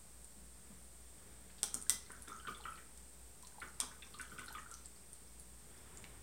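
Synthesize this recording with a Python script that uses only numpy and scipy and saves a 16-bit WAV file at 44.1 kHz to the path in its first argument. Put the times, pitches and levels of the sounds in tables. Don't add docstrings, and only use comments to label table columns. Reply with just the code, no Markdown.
import sys
import numpy as np
from scipy import signal
from scipy.fft import rfft, irfft
from scipy.io import wavfile

SR = 44100
rng = np.random.default_rng(int(sys.argv[2]) if len(sys.argv) > 2 else 0)


def unload_audio(sound):
    columns = np.transpose(np.atleast_2d(sound))
    steps = np.round(np.clip(columns, -1, 1) * 32767)
    wavfile.write(sys.argv[1], SR, steps.astype(np.int16))


N = 274302
TIME = np.arange(N) / SR


def amp(db):
    return 10 ** (np.asarray(db) / 20)


def evened(x):
    return x / np.sqrt(np.mean(x ** 2) + 1e-20)


def read(points, hz):
    f, value = np.transpose(points)
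    return np.interp(np.log(hz + 1e-6), np.log(f), value)


def add(mix, s, sound):
    part = mix[max(round(s * SR), 0):][:len(sound)]
    part += sound[:len(part)]


def decay(t, t60):
    return np.exp(-np.log(1000) * t / t60)


def swell(t, peak_s):
    return t / peak_s * np.exp(1 - t / peak_s)


def noise(spectrum, size):
    white = rfft(rng.standard_normal(size))
    gain = amp(read(spectrum, np.fft.rfftfreq(size, 1 / SR)))
    return evened(irfft(white * gain, size))


def click(colour_db, size=2048):
    log_gain = np.log(amp(colour_db(abs(np.fft.fftfreq(size, 1 / SR)))))
    pulse = np.fft.ifft(np.exp(np.conj(signal.hilbert(log_gain)))).real
    return pulse / abs(pulse).max()


def bubble(hz, t60, rise=0.04, onset_s=0.00096):
    t = np.arange(int(t60 * SR) + 2) / SR
    phase = 2 * np.pi * hz * t * (1 + rise * (t / t60 - .5) / 2)
    return np.sin(phase) * decay(t, t60) * (1 - np.exp(-t / onset_s))


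# [dB, relative]
HISS_SPECTRUM = [(20, -5), (40, -3), (60, -2), (85, -7.5), (130, 1), (185, 5.5), (260, -4.5), (600, -7),
                 (1500, -14.5), (3000, -16), (5500, -11.5), (6500, -12.5), (7500, -5.5), (8700, 2),
                 (9500, -9.5), (11500, -16), (14000, -14.5), (15700, -17)]
HUM_HZ, WHINE_HZ = 59.2, 9000
HUM_DB, WHINE_DB = -64, -78


def background(hiss_db=-60.5, waver_hz=4):
    slow = [(waver_hz, 0), (3 * waver_hz, -30), (100, -100)]
    drift, wander = noise(slow, N), noise(slow, N)
    sway = 1 + .25 * (drift + 1j * wander)
    hum = (sway * np.exp(2j * np.pi * HUM_HZ * TIME)).real
    whine = np.sin(2 * np.pi * WHINE_HZ * TIME)
    hiss = amp(hiss_db) * noise(HISS_SPECTRUM, N)
    return hiss + amp(HUM_DB) * evened(hum) + amp(WHINE_DB) * evened(whine)


# [dB, relative]
CLOTH_SPECTRUM = [(30, -4.5), (70, 7.5), (110, 1.5), (180, -4), (290, -5.5), (400, -2), (600, -10),
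                  (1200, -10), (2200, -12), (2800, -18.5), (3600, -15), (4500, -45), (14000, -29.5)]
# middle_s [s], level_db [dB, added in power to the resting level], half_length_s [s]
ARM_MOVES_TABLE = [(0.712, -68, 0.094), (1.322, -66, 0.18), (2.25, -67, 0.65), (4.3, -69, 0.77),
                   (5.99, -61, 0.27)]


def sleeve(rest_db=-69.5):
    power = amp(rest_db) ** 2
    for s, db, half in ARM_MOVES_TABLE:
        power = power + amp(db) ** 2 * np.exp(-((TIME - s) / half) ** 2)
    return np.sqrt(power) * noise(CLOTH_SPECTRUM, N)


# start_s [s], level_db [dB], pitch_hz [Hz]
TABLE_BUMPS = [(0.359, -61, 188), (0.41, -65, 177), (.7, -60, 192), (1.749, -59, 232), (4.331, -59.5, 139),
               (4.678, -68, 170)]


def nudges(peak_s=0.018, size=16384):
    out, t = np.zeros(N), np.arange(size) / SR
    for s, db, hz in TABLE_BUMPS:
        thud = noise([(hz / 2, -25), (hz, 0), (1.3 * hz, -14), (10 * hz, -45), (20 * hz, -80)], size)
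        add(out, s, amp(db) * thud * swell(t, peak_s))
    return out


# [dB, relative]
DAB_SPECTRUM = [(600, -20), (2000, 3), (2800, -2), (4200, -3), (7000, -11), (14000, -28)]


def dab(start_s=6.042, level_db=-46, fade_s=0.0019, size=512):
    out = np.zeros(N)
    burst = noise(DAB_SPECTRUM, size) * np.exp(-np.arange(size) / SR / fade_s)
    add(out, start_s, amp(level_db) * burst)
    return out


# [dB, relative to level_db]
DRIPS_AND_TAPS = [(0.2453, -32, 8800, -25), (1.8157, -29, 8600, -21), (1.8247, -25, 9000, -27),
                  (2.1185, -29.5, 9400, -28), (2.2222, -30, 9900, -22), (2.282, -39, 9200, -7.5),
                  (2.975, -42, 8250, -9.5), (3.4255, -45.5, 8000, -5), (3.4706, -44.5, 8850, -2.5),
                  (3.6018, -34, 9300, -25), (4.188, -43.5, 8930, -5), (4.2138, -28, 9470, -19),
                  (4.392, -41.5, 8700, -5), (4.461, -34, 10600, -23), (4.527, -34, 11900, -17),
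                  (4.714, -34.5, 8000, -13.5), (4.7404, -31.5, 6130, -16), (4.8583, -31, 8350, -21),
                  (5.1316, -29.5, 9100, -26), (5.398, -32, 9800, -22), (5.9728, -31, 7400, -18.5)]
# [dB, relative]
CRACK_SPECTRUM = [(1500, -18), (4000, -5), (6500, 1.5), (8700, 7.5), (11000, -5), (15000, -20)]


def ticks(ping_gain_db=1, cycles=28, crack_s=0.0035, size=256):
    out, t = np.zeros(N), np.arange(size) / SR
    for s, db, hz, crack_db in DRIPS_AND_TAPS:
        ping = bubble(hz, cycles / hz, rise=0.096, onset_s=2 / hz)
        add(out, s, amp(db + ping_gain_db) * ping)
        crack = noise(CRACK_SPECTRUM, size) * np.exp(-t / crack_s)
        add(out, s, amp(db + crack_db) * crack)
    return out


# time_s [s], vigour [0-1]
STIRRING_VIGOUR = [(1.4, 0), (1.6, .45), (2.3, 1), (2.75, .9), (2.95, .3), (3.3, .25), (3.55, .95),
                   (4.72, .9), (5.0, .1)]


def fizz(count=300, level_db=-53, spread_db=10, low_hz=4000, high_hz=12000, cycles=18):
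    out = np.zeros(N)
    for when, chance, pitch, strength in rng.random((count, 4)):
        s = when * N / SR
        hz = low_hz * (high_hz / low_hz) ** pitch
        if chance < np.interp(s, *np.transpose(STIRRING_VIGOUR)):
            db = level_db + spread_db * strength ** 3
            add(out, s, amp(db) * bubble(hz, cycles / hz, onset_s=0.0001))
    return out


def trickle(count=260, level_db=-62, spread_db=13, pocket_hz=1450, octaves=.3, cycles=40):
    out = np.zeros(N)
    for (when, chance, strength), pitch in zip(rng.random((count, 3)), rng.standard_normal(count)):
        s = when * N / SR
        hz = pocket_hz * 2 ** (octaves * pitch)
        if chance < np.interp(s, *np.transpose(STIRRING_VIGOUR)) ** 3:
            db = level_db + spread_db * strength ** 2
            add(out, s, amp(db) * bubble(hz, cycles / hz, rise=.1, onset_s=.0015))
    return out


# start_s [s], spray_db [dB], length_s [s], spray_pitch_hz [Hz], slosh_db [dB, relative to spray_db,
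# before heave_db], lag_s [s, until an air pocket closes], pocket_db [dB], pocket_pitch_hz [Hz]
SWEEPS = [(1.497, -65, .01, 3050, -8, 0, -66, 1600), (1.582, -63.5, 0.014, 3660, -12, 0.0072, -64, 1700),
          (1.632, -53, 0.0075, 960, 4, .01, -51, 1380), (1.738, -59.5, .03, 1350, 12, .01, -60, 1280),
          (1.899, -58.5, 0.025, 1210, 8, .005, -55, 1460),
          (2.097, -54.5, .012, 1310, 4, 0.035, -46.5, 1546),
          (2.276, -55, 0.024, 1690, 6.5, 0.042, -36, 1303),
          (2.471, -55.5, .03, 2750, 10.5, .012, -33.5, 1217), (2.653, -52, .014, 1930, 2, .001, -33, 1313),
          (2.776, -62, 0.031, 2100, 4, 0, -60, 1340), (3.616, -55, .034, 1590, 4.5, .003, -37, 1417),
          (3.8, -54, 0.039, 1110, 1.5, .018, -41, 1184), (3.912, -61, .018, 1600, -9, .005, -58, 1450),
          (4.022, -55.5, 0.012, 2100, -10, .005, -56, 1600), (4.139, -57, .009, 4030, 1, .005, -45.5, 1206),
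          (4.193, -55.5, .024, 2400, 0.5, 0.0036, -37, 1500), (4.318, -70, .03, 1500, 21, 0, -43, 1425),
          (4.381, -59, .04, 2400, 6, .004, -36, 1454), (4.481, -58.5, .012, 4100, 4, 0.00042, -38.5, 1440),
          (4.543, -57.5, 0.047, 2230, -2.5, 0.0076, -36, 1250),
          (4.704, -69.5, 0.028, 1780, -1, .012, -45.5, 1350)]


def droplets(count=2, level_db=-4, flight_s=0.12, low_hz=6000, high_hz=11000, cycles=28):
    out = np.zeros(N)
    for s, *_, pocket_db, _ in SWEEPS:
        for when, pitch in rng.random((count, 2)):
            hz = low_hz * (high_hz / low_hz) ** pitch
            ping = bubble(hz, cycles / hz, rise=0.096, onset_s=2 / hz)
            add(out, s + when * flight_s, amp(pocket_db + level_db) * ping)
    return out


def wake(count=3, level_db=-9, wake_s=.11, fade_db_per_s=40, centre_hz=3250, octaves=.12, cycles=38):
    out = np.zeros(N)
    for s, *_, pocket_db, _ in SWEEPS:
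        for when, pitch in zip(wake_s * rng.random(count) ** 2, rng.standard_normal(count)):
            hz = centre_hz * 2 ** (octaves * pitch)
            db = pocket_db + level_db - fade_db_per_s * when
            add(out, s + when, amp(db) * bubble(hz, cycles / hz, rise=0.16, onset_s=0.0011))
    return out


# start_s [s], level_db [dB], pitch_hz [Hz]
BUBBLES_AND_BODY_TONE = [(1.6325, -44, 820), (1.866, -49, 1640), (2.399, -45, 3100), (2.451, -39.5, 1464),
                         (2.473, -35, 1450), (2.548, -39, 3480), (2.602, -49, 862), (2.64, -43, 3010),
                         (2.68, -39, 1360), (3.583, -45, 870), (3.619, -40, 1960), (3.812, -34, 3350),
                         (4.023, -39.5, 3570), (4.394, -42, 2040), (4.481, -38.5, 4150), (4.506, -47, 880),
                         (4.554, -42, 3360), (4.6614, -44, 1424)]


def bubbles(rise_per_khz=0.036, cycles=42):
    out = np.zeros(N)
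    for s, db, hz in BUBBLES_AND_BODY_TONE:
        tone = bubble(hz, cycles / hz, rise=rise_per_khz * hz / 1e3, onset_s=0.00063)
        add(out, s, amp(db) * tone)
    return out


def gurgle(count=18, octaves=0.14, t60=0.022, size_db=3, level_db=-20, swell_s=.016,
           ring_cycles=49.5, size=8192):
    out, t = np.zeros(N), np.arange(size) / SR
    for s, *_, lag, db, hz in SWEEPS:
        add(out, s + lag, amp(db) * bubble(hz, ring_cycles / hz, rise=0.036, onset_s=0.0012))
        stream = np.zeros(size)
        times = (np.arange(count) + rng.random(count)) / count
        for when, pitch, strength in zip(times, *rng.standard_normal((2, count))):
            small = bubble(hz * 2 ** (octaves * pitch), t60)
            add(stream, when * t[-1], amp(size_db * strength) * small)
        add(out, s + lag, amp(db + level_db) * evened(stream) * swell(t, swell_s))
    return out


# [dB, relative]
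HEAVE_SPECTRUM = [(60, -13), (130, 0), (185, 0), (235, 5), (320, -3), (420, 2), (560, -6.5), (900, -29),
                  (1800, -23)]


def sloshes(count=12, cycles=19, octaves=0.37, size_db=4, heave_db=-9, size=8192):
    out, t = np.zeros(N), np.arange(size) / SR
    for s, db, length, centre_hz, low_db, *_ in SWEEPS:
        spray = np.zeros(size)
        for when, pitch, strength in zip(rng.random(count) ** 2, *rng.standard_normal((2, count))):
            hz = min(centre_hz * 2 ** (octaves * pitch), SR / 3)
            tiny = bubble(hz, cycles / hz, onset_s=0.00033)
            add(spray, when * length, amp(size_db * strength) * tiny)
        add(out, s, amp(db) * evened(spray) * np.sqrt(length * SR / size))
        heave = noise(HEAVE_SPECTRUM, size) * swell(t, length / 2)
        add(out, s, amp(db + low_db + heave_db) * heave)
    return out


# [dB, relative to level_db]
KNOCKS = [(1.6315, -11.5, 0.55, -31, -2, -2, -3.5, 7860, -37),
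          (1.7428, -24.5, 0.93, 3.5, -16, -1, -1, 6910, -13.5),
          (1.8960, -7.5, 0.795, -9.5, -4, 2.5, 0, 2015, -29.5),
          (3.802, -24, 0.79, 10, -0.5, -2, 5, 7030, -15)]
# [dB, relative]
CONTACT_SPECTRUM = [(100, -30), (330, -18), (560, -28), (850, -29), (1500, -9.5), (2600, -12.5), (3300, 1),
                    (4300, -5), (6000, 3.5), (7000, -4), (8700, 10), (9600, 4), (10800, -8), (13500, -13.5),
                    (15700, -17.5)]
# pitch_hz [Hz], level_db [dB, relative to the wall ring], t60_s [s]
WALL_MODES = [(3175, -34, 0.046), (5260, -34, 0.06), (5631, -39, .15), (6040, -40.5, 0.1),
              (5950, -42, 0.097), (5900, -28, 0.087), (7630, -34, 0.055), (7600, -40, 0.12),
              (8800, -38, 0.044), (9030, -27.5, 0.05)]


def clinks(mids_hz=3000, mids_octaves=0.62, top_hz=10500, spread_s=0.000494,
           spot_t60=.04, spot_spread_db=1.5, size=2048):
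    out, t, f = np.zeros(N), np.arange(SR // 3) / SR, np.fft.rfftfreq(size, 1 / SR)
    delay_s = spread_s * np.clip(top_hz / (f + mids_hz) - .5, 0, 2)
    dispersion = np.exp(-2j * np.pi * np.cumsum(delay_s) * SR / size)
    for s, db, rebound_ms, rebound_db, mids_db, top_db, ring_db, spot_hz, spot_ring_db in KNOCKS:
        def colour_db(hz):
            mids = np.exp(-.5 * (np.log2((hz + 1) / mids_hz) / mids_octaves) ** 2)
            top = np.clip((hz - top_hz) / 1000 + .5, 0, 1)
            return read(CONTACT_SPECTRUM, hz) + mids_db * mids + top_db * top

        contact = amp(db) * irfft(rfft(click(colour_db), size) * dispersion)
        add(out, s, contact)
        add(out, s + rebound_ms / 1000, amp(rebound_db) * contact)
        for (hz, mode_db, t60), spot in zip(WALL_MODES, rng.standard_normal(len(WALL_MODES))):
            gain = amp(db + ring_db + mode_db + spot_spread_db * spot)
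            add(out, s, gain * decay(t, t60) * np.sin(2 * np.pi * hz * t))
        spot_ring = decay(t, spot_t60) * np.sin(2 * np.pi * spot_hz * t)
        add(out, s, amp(db + spot_ring_db) * spot_ring)
    return out


# [dB, relative to the direct sound]
CLOSE_ECHOES = [(.0066, -26), (.0073, -8), (.0087, -41.5), (.0098, -42), (0.0099, -15), (0.016, -45)]
# pitch_hz [Hz], t60_s [s]
REVERB_T60 = [(150, 0.87), (500, 0.48), (1320, 0.35), (3480, 0.38), (9190, 0.3), (15000, .17)]
# pitch_hz [Hz], level_db [dB]
REVERB_LEVEL = [(150, -4), (1300, -1), (3500, -4), (6000, -3.5), (8700, -8), (15000, -3)]


def room(x, gap_s=.006, size=256):
    hz, t, z = signal.stft(rng.standard_normal(SR // 2), SR, nperseg=size)
    t60 = read(REVERB_T60, hz)[:, None]
    even_energy = np.sqrt(2 * np.log(1000) / (t60 * SR))
    z = z * decay(t, t60) * even_energy * amp(read(REVERB_LEVEL, hz))[:, None]
    response = np.zeros(SR // 2)
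    response[0] = 1
    add(response, gap_s, signal.istft(z, SR, nperseg=size)[1])
    for s, db in CLOSE_ECHOES:
        add(response, s, amp([db]))
    return signal.fftconvolve(x, response)[:N]


def scene():
    water = sloshes() + gurgle() + trickle() + bubbles() + wake() + droplets() + fizz()
    in_room = room(clinks() + water + ticks() + dab())
    return (in_room + nudges() + sleeve() + background())[None]


def record(dry, edge_hz=16150, offset=-.0009):
    low_pass = signal.firwin(127, edge_hz, window=("kaiser", 8), fs=SR)[None]
    return offset + signal.oaconvolve(dry, low_pass, "same")


dry = scene()
out = record(dry)
unload_audio(out)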